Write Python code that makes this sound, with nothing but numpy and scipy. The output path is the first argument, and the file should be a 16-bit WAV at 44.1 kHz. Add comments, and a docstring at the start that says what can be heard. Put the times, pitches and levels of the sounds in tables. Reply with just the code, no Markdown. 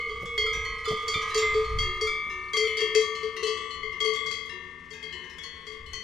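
"""A hillside pasture where cows graze with bells: a big sheet-steel one, a long-ringing cast one, others further off.
Each bell is a sum of decaying modes in close pairs, plus a dense crowd of wall modes and a noisy tick at each strike.
The microphone turns away and the herd drifts left; the slope returns a faint, dull answer to the bells.
Shaped noise makes wind, grass, the valley's murmur and a few dull steps; steady tones make a distant motor.
A small bird chips in falling glides, and metal clinks as quickly damped modes."""
import sys
import numpy as np
from scipy import signal
from scipy.fft import rfft, irfft, next_fast_len
from scipy.io import wavfile
from scipy.ndimage import map_coordinates

SR = 44100
rng = np.random.default_rng(int(sys.argv[2]) if len(sys.argv) > 2 else 0)


def master_out(mix):
    """Clip the mix to full scale and print it as 16-bit PCM to the path in sys.argv[1]."""
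    frames = np.transpose(np.atleast_2d(mix))
    ceiling = np.clip(frames, -1, 1)
    pcm = np.round(ceiling * 32767).astype(np.int16)
    wavfile.write(sys.argv[1], SR, pcm)


N = 265923

TOP_HZ = 15500  # upper band limit
KNEE_HZ = 2000  # hardness tilts a strike's spectrum above this
PRIME_HZ, LOW_HZ = 800, 1500  # band that holds the prime pair
UPPER_OCTAVES = 1.5  # octaves above the knee at which all upper modes are weighted

# Turn of the microphone, as the herd's left-minus-right level: (time [s], level difference [dB])
TURN = [(0, -0.5), (1.2, -1), (2.8, 6.5), (4.2, 13), (4.8, 12.5), (6.03, 12.5)]


def amp(db):
    """Level is logarithmic: 20 dB is a factor of ten in amplitude."""
    return 10 ** (np.asarray(db) / 20)


def unit(x):
    """Normalise the root mean square, the measure of mean power, to 1."""
    return x / np.sqrt(np.mean(x ** 2) + 1e-20)


def along(points, hz):
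    """Interpolate (frequency, value) points on a logarithmic frequency axis, as pitch is heard."""
    f, v = np.transpose(points)
    return np.interp(np.log(hz + 1), np.log(f + 1), v)


def curve(rows):
    """Interpolate (time, value) rows linearly at every sample."""
    return np.interp(np.arange(N) / SR, *np.transpose(rows))


def wobble(rate):
    """Slow random fluctuation: a smooth spline through random knots, rate of them a second."""
    knots = rng.standard_normal(1024)
    return map_coordinates(knots, [np.arange(N) * rate / SR], mode="mirror")


def filtered(x, response):
    """Linear filtering: the spectrum is multiplied by a response of frequency."""
    m = next_fast_len(N + SR // 4)
    hz = np.fft.rfftfreq(m, 1 / SR)
    return irfft(rfft(x, m) * response(hz), m)[..., :N]


def noise(spectrum, side_db):
    """Mid-side stereo: independent noises of one colour, summed and differenced, then scaled to rms 1."""
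    mid, side = filtered(rng.standard_normal((2, N)), lambda hz: amp(along(spectrum, hz)))
    side = amp(side_db) * side
    return unit(np.array([mid + side, mid - side]))


def add(track, s, sound):
    """Superposition: add a sound to a track at time s, cut at the track's ends."""
    start = round(s * SR)
    part = sound[..., max(-start, 0):max(N - start, 0)]
    first = max(start, 0)
    track[..., first:first + part.shape[-1]] += part


def upper_level(force_db, hardness=0, *place):
    """Contact duration: a harder, shorter blow drives upper modes more, wherever it lands."""
    return force_db + hardness * UPPER_OCTAVES


def mode_levels(hz, paired, force_db, hardness=0, lip_db=0, lean_db=0):
    """Modal excitation: hardness tilts the levels [dB]; the contact point weights prime pair and twins."""
    prime = (hz > PRIME_HZ) & (hz < LOW_HZ)
    twin = np.resize([-1, 1], len(hz))
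    tilt_db = hardness * np.log2(np.maximum(hz / KNEE_HZ, 1))
    pair_db = force_db + tilt_db + lip_db * prime + lean_db * twin
    return np.where(paired, pair_db, upper_level(force_db, hardness))


def ring(modes, strikes, pairs_db, upper_db, uneven_db=2.5, port_db=0.0, port_phase=0.27, stop_time=0.013):
    """Modal superposition: each contact stops the old vibration and starts new decaying partials."""
    hz, mode_db, t60 = np.transpose(modes)
    # close pairs come first, since a bell is not round; then the single modes
    paired = np.arange(len(hz)) < 2 * len(pairs_db)
    balance_db = np.append(np.repeat(pairs_db, 2), np.full(np.sum(~paired), upper_db))
    mode_db = mode_db + balance_db
    gaps = np.abs(np.diff([row[0] for row in strikes] + [N / SR]))
    t = np.arange(int(gaps.max() * SR) + SR // 50) / SR
    waves = np.exp((2j * np.pi * hz - np.log(1000) / t60)[:, None] * t)
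    # the low note swells in the bell's mouth, while high modes speak almost at once
    rise = .011 * (435 / hz) ** 1.2
    waves *= 1 - np.exp(-t / rise[:, None])
    # each mode's radiation pattern can set its level and phase at the two microphone ports
    level, phase = rng.standard_normal((2, len(hz)))
    port = np.array([[1], [-1]])
    port_angle = port * port_phase * phase * np.clip(hz / KNEE_HZ, 0, 2)
    ports = amp(port * port_db * level) * np.exp(1j * port_angle)
    out = np.zeros((2, N))
    for (s, *strike), gap in zip(strikes, gaps):
        db = mode_db + mode_levels(hz, paired, *strike) + uneven_db * rng.standard_normal(len(hz))
        blow = amp(db) * np.exp(2j * np.pi * rng.random(len(hz)))
        n = int(gap * SR) + SR // 50
        choke = np.cos(np.pi / 2 * np.clip((t[:n] - gap) / stop_time, 0, 1)) ** 2
        add(out, s, ((ports * blow) @ waves[:, :n]).real * choke)
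    return out


def clank(strikes, clank_db, tick_db, hiss, life=0.25, tick_life=0.044, bounce_db=-9, count=140):
    """High modal density: impact rings a crowd of short wall modes and a noisy tick; the clapper bounces once."""
    # Colour of the wall modes: (frequency [Hz], relative level [dB])
    wall_colour = [(2500, -2), (5000, 2), (7500, -4), (10000, -19.5), (13000, -26), (15500, -39)]
    t = np.arange(SR // 3) / SR
    hz = rng.uniform(2500, TOP_HZ, count)
    size = amp(along(wall_colour, hz) + 6.62 * rng.standard_normal(count))
    # higher modes die sooner, with a random spread
    t60 = life * (6000 / hz) ** 0.34 * np.exp(0.53 * rng.standard_normal(count))
    tones = np.sin(2 * np.pi * (hz[:, None] * t + rng.random((count, 1))))
    waves = tones * amp(-60 * t / t60[:, None])
    out, ticks = np.zeros((2, N)), np.zeros(N)
    for s, *strike in strikes:
        upper_db = upper_level(*strike)
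        bounce_delay = rng.uniform(0.011, 0.045)
        for delay, db in ((0, upper_db), (bounce_delay, upper_db + bounce_db)):
            # partly shared random weights leave the two channels partly alike
            shared, left, right = rng.standard_normal((3, count))
            weights = size * (shared + 0.76 * np.array([left, right]))
            add(out, s + delay, amp(db + clank_db) * weights @ waves)
            add(ticks, s + delay, amp(db + tick_db - 60 * t / tick_life))
    return out + ticks * hiss


def light_touches(db=-73, spread_db=4, count=18):
    """Random contact: loose clappers brush their bells once in each equal slot; rows (time [s], force [dB])."""
    times = (np.arange(count) + rng.random(count)) * N / SR / count
    return np.transpose([times, db + spread_db * rng.uniform(-1.1, 1, count)])


def herd():
    """Level-difference panning: bells of distinct modal balance drift left as the microphone turns."""
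    # Bell modes, close pairs first: (frequency [Hz], relative level [dB], decay time t60 [s])
    big_modes = [(434, 9, .36), (441, -4, 1.4), (1137, -3.5, 2.3), (1159, -3.5, 4.6), (2079, 3, 2),
                 (2125, 4, 2), (3214, 0, .8), (3284, 2, .8), (4531, 0, .55), (4586, 0, .45), (4895, 3, .7),
                 (5210, 4, .4), (5570, -3, .3), (5927, 2, .4), (6055, 4, .27), (6185, 1, .5),
                 (6318, 1, .45), (6695, -3, .3), (6955, -6, .5), (7381, 0, .4), (7537, -5, .25),
                 (7677, -7, .35), (8150, -6, .34), (8866, -9, .4), (9695, -10, .38)]
    cast_modes = [(1208, 3, 5.3), (1256, 1, 6), (2228, -4.5, 2.8), (2285, 2.5, 2.3), (3471, -1, 1.1),
                  (3519, -5, .8), (1349, 19, .15), (4945, 10, .43), (6756, 3, .22)]
    deep_modes = [(364, -1, 1), (374, 4, 1.4), (964, -7, 2), (987, -11, 4), (1770, -5, 1.8), (1805, 0, 3.3),
                  (2734, -3.5, 1.3), (2795, -2, .7), (3819, 0, .7), (3935, 2.5, .6), (5200, 6, .25)]
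    middle_modes = [(1047, -6.5, 4), (1058, -8, 2.5), (1941, -4, 2.2), (1953, -3, 2.6), (3003, 1, 1.1),
                    (3035, -7, 1), (4140, 7, .6), (4290, 12, .65)]
    bright_modes = [(1092, -4.5, 4), (1097, -7.5, 1.6), (1970, -1.5, 1.3), (1999, -2.5, 3.6),
                    (3108, 13, 1.2), (4241, 8, .7), (4391, 16, .66), (5539, 0, .34)]
    small_modes = [(458, -5, 1), (468, -6, 2.5), (2205, -2.5, 4), (2211, 1, 1.8), (3348, 19, 1.4),
                   (6950, 3, .25)]
    far_modes = [(880, -9.5, .9), (902, -9.5, 2.5), (1619, -5, 1.3), (1655, -3, 2.2), (2515, -3, 1.8),
                 (2573, -5, 2.2), (3661, 15, .7), (5940, -2, .5)]
    thin_modes = [(1833, 7, 1.8), (2851, 0, 1.8), (4013, 5, 1)]
    # Clapper strikes on the near bells: (time [s], force [dB], hardness [dB per octave above the knee],
    # prime-pair weight from contact height [dB], second-twin weight from place round the rim [dB])
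    big_strikes = [(-0.05, -38, -24, -0.5, 2), (0.094, -41, -11.5, 2.5, -0.5), (0.3777, -28, -10.5, -15, 4),
                   (0.881, -40, -3.5, -2.5, -2), (1.0805, -44.5, 5, 3, 3), (1.3447, -42, 5, 5, -2),
                   (1.423, -42, -16, -5.5, -12.5), (1.5405, -45, -3.5, 0, 3), (1.7868, -36, -3, -13, 4.5),
                   (2.0111, -43, 1, 2, 5.5), (2.533, -35.5, -3.5, 8, 2), (2.5684, -31, -3, -10, -5),
                   (2.671, -34.5, -16, -13, 4), (2.7704, -39.5, -1, -16, 2.5), (2.805, -37, -3, 1, 1),
                   (2.9487, -36, 2.5, -5, -1.5), (3.011, -40, -1.5, 5.5, 2),
                   (3.2304, -45.5, -4.5, 5.5, 4.5), (3.4278, -54, 1, 10, -9), (3.468, -47, 2, 11, 4.5),
                   (3.83, -40.5, -13, 2, -0.5), (4.0032, -35, -6, 1.5, 3), (4.048, -32.5, -6.5, 0.5, 0),
                   (4.2616, -43, -2.5, 6, 3.5), (4.3121, -40.5, -1.5, 3, 0.5), (4.905, -51.5, -3, -3, -2.5),
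                   (5.0273, -44.5, -7, -7, 1), (5.667, -51.5, -2, 4.5, 1.5), (5.9302, -52, -16, 2.5, 0)]
    cast_strikes = [(-0.05, -54.5, -5, 6.5, -6.5), (0.463, -42, 0.5, -4.5, 3), (0.855, -45.5, 4, 6.5, -4),
                    (1.14, -36, -5.5, -4.5, 1), (1.424, -41, -3, 4.5, -3), (2.0709, -30.5, -5, -13, -1.5),
                    (2.64, -38, -6, -14.5, 2)]
    # Clapper strikes on bells further off: (time [s], force [dB], hardness [dB per octave above the knee])
    deep_strikes = [(1.303, -53.5, 16), (1.826, -43, 3), (2.298, -46.5, 6), (2.789, -40.5, 6),
                    (3.3651, -47.5, 11), (3.926, -51.5, 4.5), (4.4948, -46, 6), (5.126, -47.5, 1.5)]
    middle_strikes = [(-0.05, -51, 6.5), (0.417, -45, -14), (0.6493, -39.5, -27), (0.846, -43, 1),
                      (1.193, -37, -20), (2.672, -45.5, 5.5), (3.1513, -54, 10.5), (3.431, -43, 8.5),
                      (3.707, -45.5, 3.5), (4.059, -47.5, 0), (5.1254, -44, -1), (5.862, -57, 7)]
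    bright_strikes = [(0.378, -45.5, 8), (0.6494, -40.5, 2.5), (1.14, -42.5, 3), (1.6443, -46, 1.5),
                      (3.3662, -40.5, -1.5), (4.15, -43, -5), (5.436, -40.5, 1), (5.9324, -43, 6)]
    small_strikes = [(-0.05, -34, -24), (0.2562, -35.5, -4.5), (0.9724, -38, -4.5), (3.5747, -50, 5.5),
                     (4.16, -49, 6), (5.3833, -54, 8)]
    far_strikes = [(0.5322, -46.5, -1), (1.217, -47, -3), (1.378, -44, 3), (4.136, -61.5, 8),
                   (4.934, -52, -3.5), (5.241, -54, -10)]
    # Strikes on the thin bell, all of one hardness: (time [s], force [dB])
    thin_strikes = [(1.311, -54.5), (1.876, -64), (2.949, -63), (5.081, -66.5)]
    # Low booms of the big bell, at or just after many of its strikes, in its lowest pair:
    # (time [s], level [dB])
    low_booms = [(0.874, -31.5), (1.08, -34), (1.352, -29.5), (1.545, -23.5), (2.014, -32), (2.568, -23),
                 (2.815, -29.5), (2.951, -25), (3.2304, -29), (3.427, -29.5), (3.474, -29), (3.832, -66),
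                 (4.048, -38), (4.311, -37.5), (5.667, -45)]
    # Colour of the clapper's tick: (frequency [Hz], relative level [dB])
    tick_colour = [(200, 5), (700, 0), (2000, 18), (5000, -31), (10000, 2), (16000, -23)]
    hiss = noise(tick_colour, side_db=-3)

    def bell(modes, strikes, pairs_db, upper_db, clank_db, tick_db):
        """Superposition of one bell's ring and attack."""
        return ring(modes, strikes, pairs_db, upper_db) + clank(strikes, clank_db, tick_db, hiss)

    bells = bell(big_modes, big_strikes, pairs_db=[-2, -2.5, 0.5, 4, 3], upper_db=-9.5, clank_db=-21, tick_db=-1.5)
    bells += ring(big_modes[:2], low_booms, pairs_db=[0], upper_db=0)
    bells += bell(cast_modes, cast_strikes, pairs_db=[0, 0, -1], upper_db=-12.5, clank_db=-28.5, tick_db=-2.5)
    bells += bell(deep_modes, deep_strikes, pairs_db=[-3, -4.5, 0, -1], upper_db=-21, clank_db=-39.5, tick_db=-15.5)
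    bells += bell(middle_modes, middle_strikes, pairs_db=[-2, -1, 2], upper_db=-19.5, clank_db=-25.5, tick_db=-16)
    bells += bell(bright_modes, bright_strikes, pairs_db=[-4, 0], upper_db=-19, clank_db=-30, tick_db=-10)
    bells += bell(small_modes, small_strikes, pairs_db=[2, 0], upper_db=-16, clank_db=-29, tick_db=-4)
    bells += bell(far_modes, far_strikes, pairs_db=[-3, 1, 0], upper_db=-17, clank_db=-13.5, tick_db=-4)
    bells += bell(thin_modes, thin_strikes, pairs_db=[], upper_db=5, clank_db=-19.0, tick_db=-3)
    bells += clank(light_touches(), clank_db=-2, tick_db=-11, hiss=hiss)
    lean = amp(curve(TURN))
    return bells * np.array([2 * lean, 2 * np.ones(N)]) / (1 + lean)


def hillside(x, t60=1.0):
    """Diffuse scattering: slope and trees answer as convolution with a decaying noise tail, dulled on top."""
    t = np.arange(SR // 2) / SR
    tail = rng.standard_normal((2, len(t))) * amp(-60 * t / t60) * (1 - np.exp(-t / 0.04))
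    wet = signal.fftconvolve(x, tail / np.linalg.norm(tail[0]), axes=1)[:, :N]
    return filtered(wet, lambda hz: 1 / (1 + (hz / 8000) ** 2))


def swelling(steady_db, shelter, swells):
    """Amplitude envelope: a gain falling by shelter dB per dB of turn, plus Gaussian swells."""
    t = np.arange(N) / SR
    steady = amp(steady_db - shelter * curve(TURN))
    return steady + sum(amp(db) * np.exp(-((t - s) / half) ** 2) for s, db, half in swells)


def pasture():
    """Shaped noise and pure tones: wind on the microphone, rustling grass, valley murmur, distant motor."""
    # Noise colours of wind, grass and valley: (frequency [Hz], relative level [dB])
    buffet_colour = [(15, 5.5), (35, 3), (60, 7), (100, -2.5), (200, -23), (500, -44), (2000, -65)]
    blade_colour = [(300, -8.5), (900, 6.5), (3500, 4.5), (6000, 1), (9000, -10), (12000, -18.5),
                    (13500, -27.5), (16000, -23)]
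    valley_colour = [(20, -23), (55, 4), (85, 9), (120, -9.5), (170, 1.5), (260, -9), (450, -1),
                     (750, -31.5), (1500, -12.5), (3000, -11), (8000, -57), (16000, -81)]
    # Gusts, then swells of rustling grass: (peak time [s], added level [dB], half length to 1/e [s])
    gusts = [(0.55, -44.5, 0.16), (1.747, -35.5, 0.21), (3.86, -51.5, 0.15), (5.887, -52.5, 0.1)]
    rustles = [(1.38, -52.5, 0.36)]
    # Motor tones: (frequency [Hz], rms level before the swell [dB])
    hum_lines = [(161.5, -62.5), (247.6, -62.5)]
    # Swell of the motor: (time [s], gain [dB])
    hum_swell = [(0, -16.5), (3.3, -6.5), (5, 0.5), (6.03, -11)]
    wind_gain = swelling(-52, 1, gusts) * amp(3.0 * wobble(6.7))
    wind = wind_gain * noise(buffet_colour, side_db=-15.5)
    grass_gain = swelling(-58, 0.58, rustles) * amp(1.8 * wobble(70))
    grass = grass_gain * noise(blade_colour, side_db=-7.5)
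    valley = amp(-54.5 + 1.5 * wobble(10.0)) * noise(valley_colour, side_db=-8.5)
    t = np.arange(N) / SR
    motor = np.zeros(N)
    for hz, db in hum_lines:
        phase = 2 * np.pi * hz * t + 0.28 * wobble(6)
        motor += amp(db) * np.sqrt(2) * np.sin(phase)
    return wind + grass + valley + amp(curve(hum_swell)) * motor


def bird(start_hz=4600, end_hz=4120, length=0.012):
    """Frequency glide: far-off chips are short sines that fall in pitch under a half-sine envelope."""
    # Chips: (time [s], level [dB])
    chip_times = [(0.01, -56), (0.059, -47), (.105, -48), (2.395, -57), (2.435, -51), (2.483, -48)]
    u = np.linspace(0, 1, int(length * SR))
    hz = start_hz + (end_hz - start_hz) * u
    chip = np.sin(np.pi * u) * np.sin(2 * np.pi * np.cumsum(hz) / SR)
    out = np.zeros(N)
    for s, db in chip_times:
        add(out, s, amp(db) * chip)
    return out


def steps(rise=0.013, fall=0.014):
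    """Damped impact: steps on turf are low noise under a soft rise and a short decay (time constants [s])."""
    # Steps: (time [s], peak level of the envelope [dB])
    step_times = [(0.214, -38), (0.551, -45.5), (0.902, -32.5), (1.148, -38.5), (2.26, -45.5)]
    # Colour of the turf: (frequency [Hz], relative level [dB])
    turf_colour = [(30, -19), (100, -1.5), (160, -3.5), (300, -13), (450, -10), (1500, -40.5), (6000, -48)]
    t, push = np.arange(SR // 5) / SR, np.zeros(N)
    shape = (1 - np.exp(-t / rise)) ** 2 * np.exp(-t / fall)
    for s, db in step_times:
        add(push, s, amp(db) * shape / shape.max())
    return push * noise(turf_colour, side_db=-26)


def clinks():
    """Contact damping: metal knocks against the cast bell and stays on it, so the modes die fast."""
    # Short hard contacts: (time [s], level [dB])
    contacts = [(1.142, -29.5), (1.219, -50)]
    # Damped modes: (frequency [Hz], relative level [dB], decay time t60 [s])
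    damped_modes = [(2346, 1.5, 0.33), (3540, 2.5, 0.31), (3840, -16, 0.042), (3980, -9, 0.019)]
    t, out = np.arange(SR // 3) / SR, np.zeros(N)
    for s, db in contacts:
        for hz, level, t60 in damped_modes:
            add(out, s, amp(db + level - 60 * t / t60) * np.sin(2 * np.pi * hz * t))
    return out


def scene():
    """Superposition of the herd, the hillside's answer to it and the sounds around."""
    bells = herd()
    return bells + amp(-27.0) * hillside(bells) + pasture() + bird() + steps() + clinks()


def record(dry):
    """Band limitation: the recorder keeps nothing above its upper limit."""
    return filtered(dry, lambda hz: hz < TOP_HZ)


dry = scene()
out = record(dry)
master_out(out)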